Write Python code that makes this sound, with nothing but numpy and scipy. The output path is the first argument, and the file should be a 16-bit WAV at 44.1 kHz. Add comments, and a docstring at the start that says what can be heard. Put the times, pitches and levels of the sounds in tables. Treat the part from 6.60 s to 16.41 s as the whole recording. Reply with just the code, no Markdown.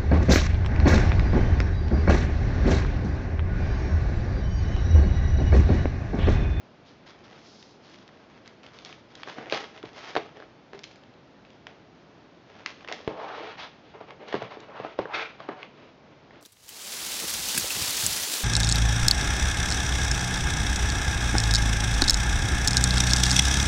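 """Leafing through a binder of plastic sleeves

A ring binder of page protectors on a wooden table, one microphone close by, in a small room.
Sleeves slide, crinkle and flop: coloured friction noise, with clicks where the plastic buckles.
The padded cover is swung shut and stroked, then things are bumped and brushed about the table:
damped thuds, booms and cracks, a few ringing modes, and rubbing noise that drums at a moving pitch.
Diffuse reflections and a soft rush of still air lie behind it all."""
import sys
import numpy as np
from scipy import signal
from scipy.fft import rfft, irfft, next_fast_len
from scipy.io import wavfile

SR = 44100
rng = np.random.default_rng(int(sys.argv[2]) if len(sys.argv) > 2 else 0)


def master(y):
    """Save y as 16-bit WAV."""
    cut = np.clip(np.atleast_2d(y).T, -1, 1)
    pcm = np.round(cut * 32767)  # scale
    wavfile.write(sys.argv[1], SR, pcm.astype(np.int16))


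N = 432621
TIME = np.arange(N) / SR   # s
HIT_TIME = np.arange(SR // 16) / SR   # s
CUTOFF_HZ = 7500

# A sleeve is pushed or dragged over its neighbour:
# start_s, length_s, level_db (of the crinkle), brightness_db
SLIDES = [(0.245, 0.063, -63.5, 5), (0.458, 0.015, -54.5, 1.5), (0.52, 0.16, -65, -2),
          (0.635, 0.019, -58, 2), (0.665, 0.17, -59.5, -1), (1.19, 0.21, -61.5, 5), (1.49, .14, -64.5, -2),
          (1.68, 0.098, -62, -3), (1.84, 0.056, -60.5, -1), (2.025, 0.051, -58, -3),
          (2.125, 0.078, -57.5, 2.5), (2.245, 0.062, -51, 2), (2.47, 0.29, -57.5, 0),
          (2.655, 0.064, -47, -2), (2.755, 0.058, -46, -8), (2.82, 0.09, -53.5, -10), (2.9, .035, -43, 1),
          (3.125, 0.046, -53.5, -3), (3.23, 0.1, -57, -1.5), (3.335, .18, -46.5, 0),
          (3.735, 0.089, -55.5, -7.5), (4.128, 0.017, -55, -4.5), (4.3, 0.075, -66.5, -1),
          (4.84, 0.077, -70, 1), (5.15, 1, -72.5, -1), (5.87, 0.16, -58, -4.5), (6.17, 0.054, -60, -3),
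          (6.278, 0.042, -43.5, -4), (6.37, 0.14, -58.5, -2)]
SLIDE_SWELL, SLIDE_T60 = 0.24, 0.34   # share of the length spent swelling; dying away, s
# A sleeve drops and settles: start_s, level_db (of the crinkle), brightness_db
FLOPS = [(2.93, -33, -1.5), (3.565, -43, -6.5), (4.24, -62.5, 11), (5.07, -57.5, -6.5), (6.062, -46.5, 1),
         (6.322, -53, 7)]
FLOP_LENGTH_S, FLOP_SWELL, FLOP_T60 = 0.0089, 0.75, 0.41   # s, share of the length, s
FLEX_DB, SLEEVE_HISS_DB = -5.5, -4.5   # beside the crinkle, at brightness 0
# Colours of the bending sheet, its crinkle and its hiss: pitch_hz, density_db (per Hz, relative)
FLEX_COLOUR = [(100, -13.5), (190, -7.5), (255, -1.5), (400, 7), (550, 5.5), (680, 3.5), (810, 3),
               (1100, -23.5), (1800, -37)]
CRINKLE_COLOUR = [(600, -4.5), (900, 1.5), (1130, 4.5), (1400, 3.5), (1850, 2.5), (2250, 0.5), (2700, -2),
                  (3400, -11.5), (4200, -28)]
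SLEEVE_HISS_COLOUR = [(2200, -18), (3300, 2.5), (4300, 0.5), (5300, -0.5), (6500, -6.5), (7500, -20.5)]

# Plastic buckles or catches on the rings: start_s, level_db (of the click), centre_hz
SNAPS = [(0.4768, -52, 2300), (1.0268, -48.5, 3360), (1.297, -57, 4000), (1.343, -50, 2500),
         (1.4782, -50.5, 2860), (1.49, -52.5, 1500), (1.8593, -52, 2250), (1.8768, -45, 2900),
         (2.0327, -50.5, 3000), (2.064, -45.5, 2700), (2.1877, -44.5, 3320), (2.2491, -40, 3450),
         (2.2597, -49, 2240), (2.3268, -43, 1990), (2.5528, -43, 3600), (2.6328, -34, 1940),
         (2.698, -45, 1460), (2.8586, -45, 1690), (2.8981, -35, 2390), (3.1765, -45.5, 1960),
         (3.2288, -42, 1970), (3.256, -46, 2250), (4.1914, -45, 3430), (4.235, -45, 3570),
         (4.2399, -37, 3150), (4.312, -53, 2340), (4.358, -55, 3500), (4.436, -54, 2350),
         (4.539, -60, 2700), (4.8506, -52.5, 2410), (4.904, -54, 2400), (5.0686, -37.5, 1900),
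         (6.0608, -25.5, 2230), (6.2086, -49, 1710), (6.2465, -43, 1610), (6.2761, -40, 1900),
         (6.2856, -35.5, 1950), (6.3244, -30, 2900), (7.506, -42, 1720), (7.684, -46.5, 3000),
         (7.726, -32, 1660), (7.8252, -39, 1600), (8.0026, -51, 4800), (9.0299, -37, 1840),
         (9.708, -52, 1380), (9.756, -52, 1730)]
SNAP_TOP_HZ = 5200   # highest upper band edge of any click

# Fingers cross the top page: time_s, level_db
GLIDE = [(.7, -74), (.88, -56.5), (1.1, -61.5), (1.18, -69)]
# Colour of the fingertips' hiss: pitch_hz, density_db (per Hz, relative)
GLIDE_COLOUR = [(3000, -5.5), (4200, 0.5), (5200, 2.5), (6500, -4.5), (7500, -15.5)]

# Pages, cover and books land on the table:
# start_s, thud_hz, thud_db, then boom_db, clack_db and crack_db, all three beside the thud
KNOCKS = [(2.6742, 410, -38, -9, 0.5, -15), (2.784, 275, -30, -15.5, -8, -17),
          (2.924, 546, -21, -21, -20, -4), (2.9268, 444, -30, -15.5, -2, -14),
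          (2.9453, 560, -29.5, -26, -20, -0.5), (3.2373, 360, -31, -13, -21, -26),
          (3.5529, 600, -27.5, -19, -2, -7), (3.5635, 746, -19.5, -26, -5, -11.5),
          (3.569, 407, -24, -30, -6, -5.5), (3.576, 463, -31.5, -26, -17, -6),
          (3.801, 600, -44, -21, -1, -10), (3.8236, 603, -47, -13, 3, -13),
          (4.1328, 430, -42, -21, -1.5, -19), (6.315, 686, -31.5, -22.5, -8, -11),
          (6.403, 600, -43, -20, -16, -23), (6.4766, 395, -22.5, -23, -11.5, -13),
          (6.5095, 604, -32.5, -19, -14, -25), (7.411, 710, -35.5, -15, -16, -23),
          (7.7418, 414, -19, -13, -9.5, -21), (7.752, 487, -26, -9, -12, -12.5),
          (7.8203, 650, -27, -9, -14, -21), (7.9709, 423, -35, -30, -26, -24),
          (8.1999, 507, -29.5, -9.5, -20, -26), (8.2479, 723, -27, -24, -14, -25),
          (8.3894, 530, -18.5, -19.5, -13, -22), (8.3924, 422, -23, -29, -17, -23),
          (8.455, 460, -31.5, -17, -3.5, -22), (8.8027, 650, -41.5, -4.5, 2, -8.5),
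          (8.8885, 420, -26.5, -15.5, -6, -19.5), (8.892, 448, -29.5, -17.5, -8, -30)]
# Boards and binder rings sound on after a blow: start_s, pitch_hz, starting_level_db, t60_s
RINGS = [(2.947, 808, -36, 0.37), (3.576, 404, -31, 0.18), (3.576, 682, -39, 0.32), (4.145, 400, -38, 0.18),
         (4.241, 4140, -53, 0.25), (8.397, 396, -23.5, 0.054)]

# A hand or cuff rubs briefly over a cover or the table:
# start_s, length_s, level_db (of the scrape), brightness_db, drumming_hz
RUBS = [(6.965, 0.077, -43.5, 5, 990), (7.09, 0.094, -65, 4, 800), (7.215, 0.11, -61.5, 4, 400),
        (7.337, 0.019, -53.5, -6, 636), (7.402, 0.014, -52, -3.5, 710), (7.468, 0.041, -53, -3, 640),
        (7.591, 0.043, -52, -4.5, 555), (7.66, 0.055, -47.5, 2, 470), (7.711, 0.054, -43, 0, 750),
        (7.79, 0.062, -46, -2, 680), (7.893, .045, -48, 0, 740), (7.984, 0.058, -53, -1, 480),
        (8.046, 0.14, -57, -7.5, 790), (8.128, 0.089, -49.5, -2, 900), (8.228, 0.039, -45, -1, 900),
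        (8.292, 0.049, -54.5, -1, 630), (8.375, 0.052, -46, -1, 500), (8.454, 0.17, -48.5, -7, 1000),
        (8.666, 0.08, -57, 0.5, 920), (8.777, 0.069, -51.5, 0, 676), (8.874, 0.054, -49, -4.5, 820),
        (8.945, .1, -52.5, 0, 690), (9.12, 0.16, -59, 0, 446), (9.298, 0.4, -68.5, -3.5, 496),
        (9.704, 0.091, -61, 1, 553)]
RUB_SWELL, RUB_T60 = 0.37, .2   # share of the length spent swelling; dying away, s
DRUM_DB, RUB_HISS_DB = 2.5, -9.5   # beside the scrape, at brightness 0
# One long stroke over the closed cover, both levels before the trims below:
# time_s, drumming_db, scrape_db, drumming_hz
STROKE = [(6.49, -35, -46, 570), (6.554, -43.5, -55, 641), (6.61, -36.5, -45.5, 765),
          (6.658, -38, -44, 715), (6.686, -38, -43, 870), (6.848, -40, -42, 584), (6.918, -46.5, -42, 772),
          (6.96, -55, -51, 788)]
# Trims of the stroke; its hiss follows the untrimmed scrape
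STROKE_DRUM_DB, STROKE_SCRAPE_DB, STROKE_HISS_DB = -1, -3.5, -12
# Colours of scraping and hissing under the hand: pitch_hz, density_db (per Hz, relative)
SCRAPE_COLOUR = [(600, -2), (1000, 3.5), (1300, 3), (1800, 1), (2350, 0), (2900, -3.5), (4200, -33)]
RUB_HISS_COLOUR = [(2200, -14.5), (3300, 8.5), (4000, 7), (5200, 0), (6500, -8.5), (7500, -24.5)]

# A quick brush over a cover: time_s, level_db
SWISH = [(8.5, -62), (8.545, -32), (8.6, -29), (8.64, -38), (8.71, -52)]
# Colour of the brush: pitch_hz, density_db (per Hz, relative)
SWISH_COLOUR = [(400, -3.5), (800, -7), (1000, -11), (1310, 1), (1800, -5.5), (2400, 0.5), (2850, -8.5),
                (3500, -8), (4700, -16.5), (6300, -25.5), (7500, -39)]

# Colour of the room's reflections: pitch_hz, level_db
ROOM_COLOUR = [(90, -11), (250, 5), (500, -3.5), (1000, -8.5), (2500, -0.5), (6000, -6.5)]
# Colour of the still room: pitch_hz, density_db (per Hz, relative)
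AIR_COLOUR = [(25, -25), (50, -10), (80, -5.5), (135, 0.5), (190, 0.5), (330, 0.5), (450, -3.5), (650, -4),
              (1000, -9.5), (2000, -15.5), (3200, -18.5), (5000, -24), (6500, -30.5), (7500, -42)]
AIR_DB = -53.5


def pages():
    """As sleeves slide and flop, the same slips make the sheet flex, crinkle and hiss."""
    drops = [(s, FLOP_LENGTH_S, db, bright_db) for s, db, bright_db in FLOPS]
    sliding = gestures(SLIDES, SLIDE_SWELL, SLIDE_T60)
    flopping = gestures(drops, FLOP_SWELL, FLOP_T60)
    flex, crinkle, hiss = np.hypot(sliding, flopping)
    slips = friction(slips_per_s=650, spread_db=4.5, smooth=1.0, clump_db=2.5)
    flexing = from_db(FLEX_DB) * flex * coloured(slips, FLEX_COLOUR)
    crinkling = crinkle * coloured(slips, CRINKLE_COLOUR)
    hissing = from_db(SLEEVE_HISS_DB) * hiss * coloured(slips, SLEEVE_HISS_COLOUR)
    return flexing + crinkling + hissing


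def snaps(width=2.18, chatter=0.36, t60=0.012, sheet_db=-8, board_db=-17, stiff_db=9, top=1.57):
    """A crease flips over: a dry click in one broad band, a softer flap of the sheet, a tap on the board."""
    out = np.zeros(N)
    for s, db, hz in SNAPS:
        push = contact(chatter, t60)
        resonance = band(push, hz / width, hz * width, order=1)
        click = band(resonance, hz / 3, min(hz * top, SNAP_TOP_HZ))
        add(out, s, at_level(click, db))
        # small, high creases move little of the sheet: stiff_db less per octave
        moved_db = db - stiff_db * np.log2(hz / 2000)
        add(out, s, at_level(band(push, 580, 1300), moved_db + sheet_db))
        add(out, s, at_level(band(push, 290, 680), moved_db + board_db))
    return out


def glide():
    """Fingertips skim the smooth plastic with a thin, airy hiss of very dense slips."""
    level, = gains(GLIDE)
    slips = friction(slips_per_s=13000, spread_db=5.5, smooth=1.4, clump_db=1.4)
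    return level * coloured(slips, GLIDE_COLOUR)


def knocks(thud_t60=0.017, scatter=0.41):
    """A heavily damped board thuds, the table booms under it, hard edges clack and crack."""
    out, thuds = np.zeros(N), np.zeros(N)
    for s, hz, thud_db, boom_db, clack_db, crack_db in KNOCKS:
        board = np.sin(2 * np.pi * hz * HIT_TIME) * from_db(-60 * HIT_TIME / thud_t60)
        other_modes = band(contact(chatter=0.079, t60=0.097), 280, 850)
        thud = at_level(board, 0) + scatter * at_level(other_modes, 0)
        push = contact(chatter=0.17, t60=0.018)
        boom = band(contact(chatter=0.13, t60=0.12), 118, 197, order=3)
        add(thuds, s, at_level(thud, thud_db))
        add(out, s, at_level(boom, thud_db + boom_db))
        add(out, s, at_level(band(push, 1030, 1740, order=3), thud_db + clack_db))
        add(out, s, at_level(band(push, 1600, 4200, order=3), thud_db + crack_db))
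    # a small board radiates little bass
    return out + band(thuds, 225, 1900)


def cover_puff(s=6.4765, level_db=-27, low_hz=65, high_hz=330):
    """The closing cover squeezes out one low push of air."""
    out = np.zeros(N)
    puff = band(contact(chatter=0.031, t60=0.012), low_hz, high_hz)
    add(out, s, at_level(puff, level_db))
    return out


def ringing():
    """Some blows leave modes sounding a little longer, each a decaying sine."""
    out, t = np.zeros(N), TIME[:SR // 2]
    for s, hz, db, t60 in RINGS:
        add(out, s, from_db(db - 60 * t / t60) * np.sin(2 * np.pi * hz * t))
    return out


def rubbing():
    """Skin and cloth catch and slip in one long stroke and many short rubs; the surface drums under them."""
    drum, scrape, hiss = gestures([row[:4] for row in RUBS], RUB_SWELL, RUB_T60)
    stroke_drum, stroke_scrape = gains([row[:3] for row in STROKE])
    drum = from_db(DRUM_DB) * drum + from_db(STROKE_DRUM_DB) * stroke_drum
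    scrape = scrape + from_db(STROKE_SCRAPE_DB) * stroke_scrape
    hiss = from_db(RUB_HISS_DB) * hiss + from_db(STROKE_HISS_DB) * stroke_scrape
    # the drumming pitch moves through the stroke, then through the middle of each rub
    stroke_pitch = [(s, hz) for s, *_, hz in STROKE]
    rub_pitch = [(s + length / 2, hz) for s, length, *_, hz in RUBS]
    centre_hz = np.interp(TIME, *np.transpose(stroke_pitch + rub_pitch))
    slips = friction(slips_per_s=1600, spread_db=2.0, smooth=1.0, clump_db=1.55)
    drumming = drum * gliding_band(slips, centre_hz, octaves=1.0)
    scraping = scrape * coloured(slips, SCRAPE_COLOUR)
    return drumming + scraping + hiss * coloured(slips, RUB_HISS_COLOUR)


def swish():
    """One fast brush over a cover: sliding noise with a few stronger catches in it."""
    level, = gains(SWISH)
    slips = friction(slips_per_s=1900, spread_db=11.5, smooth=3.9, clump_db=-3.6)
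    return level * coloured(slips, SWISH_COLOUR)


def room(x, t60, build_s=0.0037, treble_t60=0.51):
    """Diffuse reflections build up within milliseconds; each octave dies away at its own rate."""
    t, response = TIME[:SR // 2], 0
    for hz in 90 * 2. ** np.arange(7):
        noise = band(rng.standard_normal(len(t)), hz / np.sqrt(2), hz * np.sqrt(2))
        decay_s = np.interp(hz, [0, CUTOFF_HZ], [t60, treble_t60])
        tail = noise * from_db(-60 * t / decay_s) * (1 - np.exp(-(t / build_s) ** 2))
        # before its colour, each octave returns what it received
        share = np.sqrt(np.sqrt(2) * hz / SR / np.sum(tail ** 2))
        response = response + tail * share * from_db(at_hz(ROOM_COLOUR, hz))
    return signal.fftconvolve(x, response)[:N]


def still_air():
    """The room's own soft rush: steady noise, strongest in the lows."""
    return from_db(AIR_DB) * coloured(rng.standard_normal(N), AIR_COLOUR)


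def friction(slips_per_s, spread_db, smooth, clump_db):
    """Tiny slips of uneven size over a smooth sliding noise, all swelling and thinning in clumps."""
    sizes = from_db(spread_db * np.minimum(rng.exponential(1, N), 4)) * rng.choice([-1, 1], N)
    slips = rms_one(sizes * (rng.random(N) < slips_per_s / SR))
    return (slips + smooth * rng.standard_normal(N)) * from_db(clump_db * drift(70))


def gestures(moves, swell, release_t60):
    """Each move swells, holds and dies away; brightness trades lows for highs. Gains of lows, mids, highs."""
    power, t = np.zeros((3, N)), TIME[:SR]
    for s, length, db, bright_db in moves:
        attack = np.minimum(t / (swell * length), 1)
        shape = attack * from_db(db - 60 * np.maximum(t - length, 0) / release_t60)
        for track, tilt_db in zip(power, (-bright_db, 0, bright_db)):
            add(track, s, (shape * from_db(tilt_db)) ** 2)
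    return np.sqrt(power)


def contact(chatter, t60):
    """One sharp push, then a few milliseconds of surfaces chattering."""
    push = chatter * rng.standard_normal(len(HIT_TIME)) * from_db(-60 * HIT_TIME / t60)
    push[0] += 1
    return push


def gliding_band(x, centre_hz, octaves):
    """Noise gathered around a moving centre: third-octave bands faded in and out; power 1."""
    out = power = 0
    for hz in 200 * 2 ** (np.arange(10) / 3):
        weight = np.exp(-(np.log2(hz / centre_hz) / octaves) ** 2) + 1e-6
        shifted = np.roll(x, rng.integers(N))   # keeps the bands independent
        third = band(shifted, hz / 2 ** (1 / 6), hz * 2 ** (1 / 6))
        out = out + weight * rms_one(third)
        power = power + weight ** 2
    return out / np.sqrt(power)


def coloured(x, spectrum):
    """Give x a spectrum that falls away beyond its ends; rms 1."""
    size = next_fast_len(N)
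    hz = np.arange(size // 2 + 1) * SR / size
    (low_hz, low_db), (high_hz, high_db) = spectrum[0], spectrum[-1]
    closed = [(low_hz / 2, low_db - 20), *spectrum, (high_hz * 2, high_db - 20)]
    return rms_one(irfft(rfft(x, size) * from_db(at_hz(closed, hz)), size)[:N])


def band(x, low_hz, high_hz, order=2):
    """Causal band-pass."""
    return signal.sosfilt(signal.butter(order, [low_hz, high_hz], "band", fs=SR, output="sos"), x)


def gains(rows):
    """The dB columns of a curve as gains at every sample, 120 dB down outside its span."""
    s, *columns = np.transpose(rows)
    return [from_db(np.interp(TIME, s, c, left=-120, right=-120)) for c in columns]


def drift(rate):
    """Slow chance: random points, rate of them a second, joined by straight lines."""
    knots = rng.standard_normal(N // 16)
    return np.interp(TIME * rate, np.arange(len(knots)), knots)


def at_hz(points, hz):
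    """Read a table on a log-frequency axis."""
    f, value = np.transpose(points)
    return np.interp(np.log(hz + 1e-9), np.log(f), value)


def at_level(hit, db):
    """Scale a hit to the energy of 5 ms at this rms level."""
    return hit * from_db(db) * np.sqrt(.005 * SR / (np.sum(hit ** 2) + 1e-20))


def add(track, s, sound):
    """Mix a sound into the track at time s."""
    i = round(s * SR)
    track[i:i + len(sound)] += sound[:N - i]


def rms_one(x):
    """Scale to unit rms."""
    return x / np.sqrt(np.mean(x ** 2) + 1e-20)


def from_db(db):
    """Decibels to gain."""
    return 10 ** (np.asarray(db) / 20)


def scene():
    """Everything happens on the table; the room answers over its own soft rush."""
    rustle = pages() + glide() + rubbing() + swish()
    blows, clicks = knocks() + cover_puff(), snaps()
    to_room = from_db(-4.0) * rustle + from_db(-8.5) * blows + from_db(-6) * clicks
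    reflections = room(to_room, t60=0.22)
    return (rustle + blows + clicks + ringing() + reflections + still_air())[None]


def record(dry):
    """The microphone softens the treble and the recorder cuts the top steeply."""
    soft = signal.sosfilt(signal.butter(6, 7000, fs=SR, output="sos"), dry)
    return signal.sosfilt(signal.ellip(10, .3, 70, CUTOFF_HZ, fs=SR, output="sos"), soft)


dry = scene()
out = record(dry)
master(out)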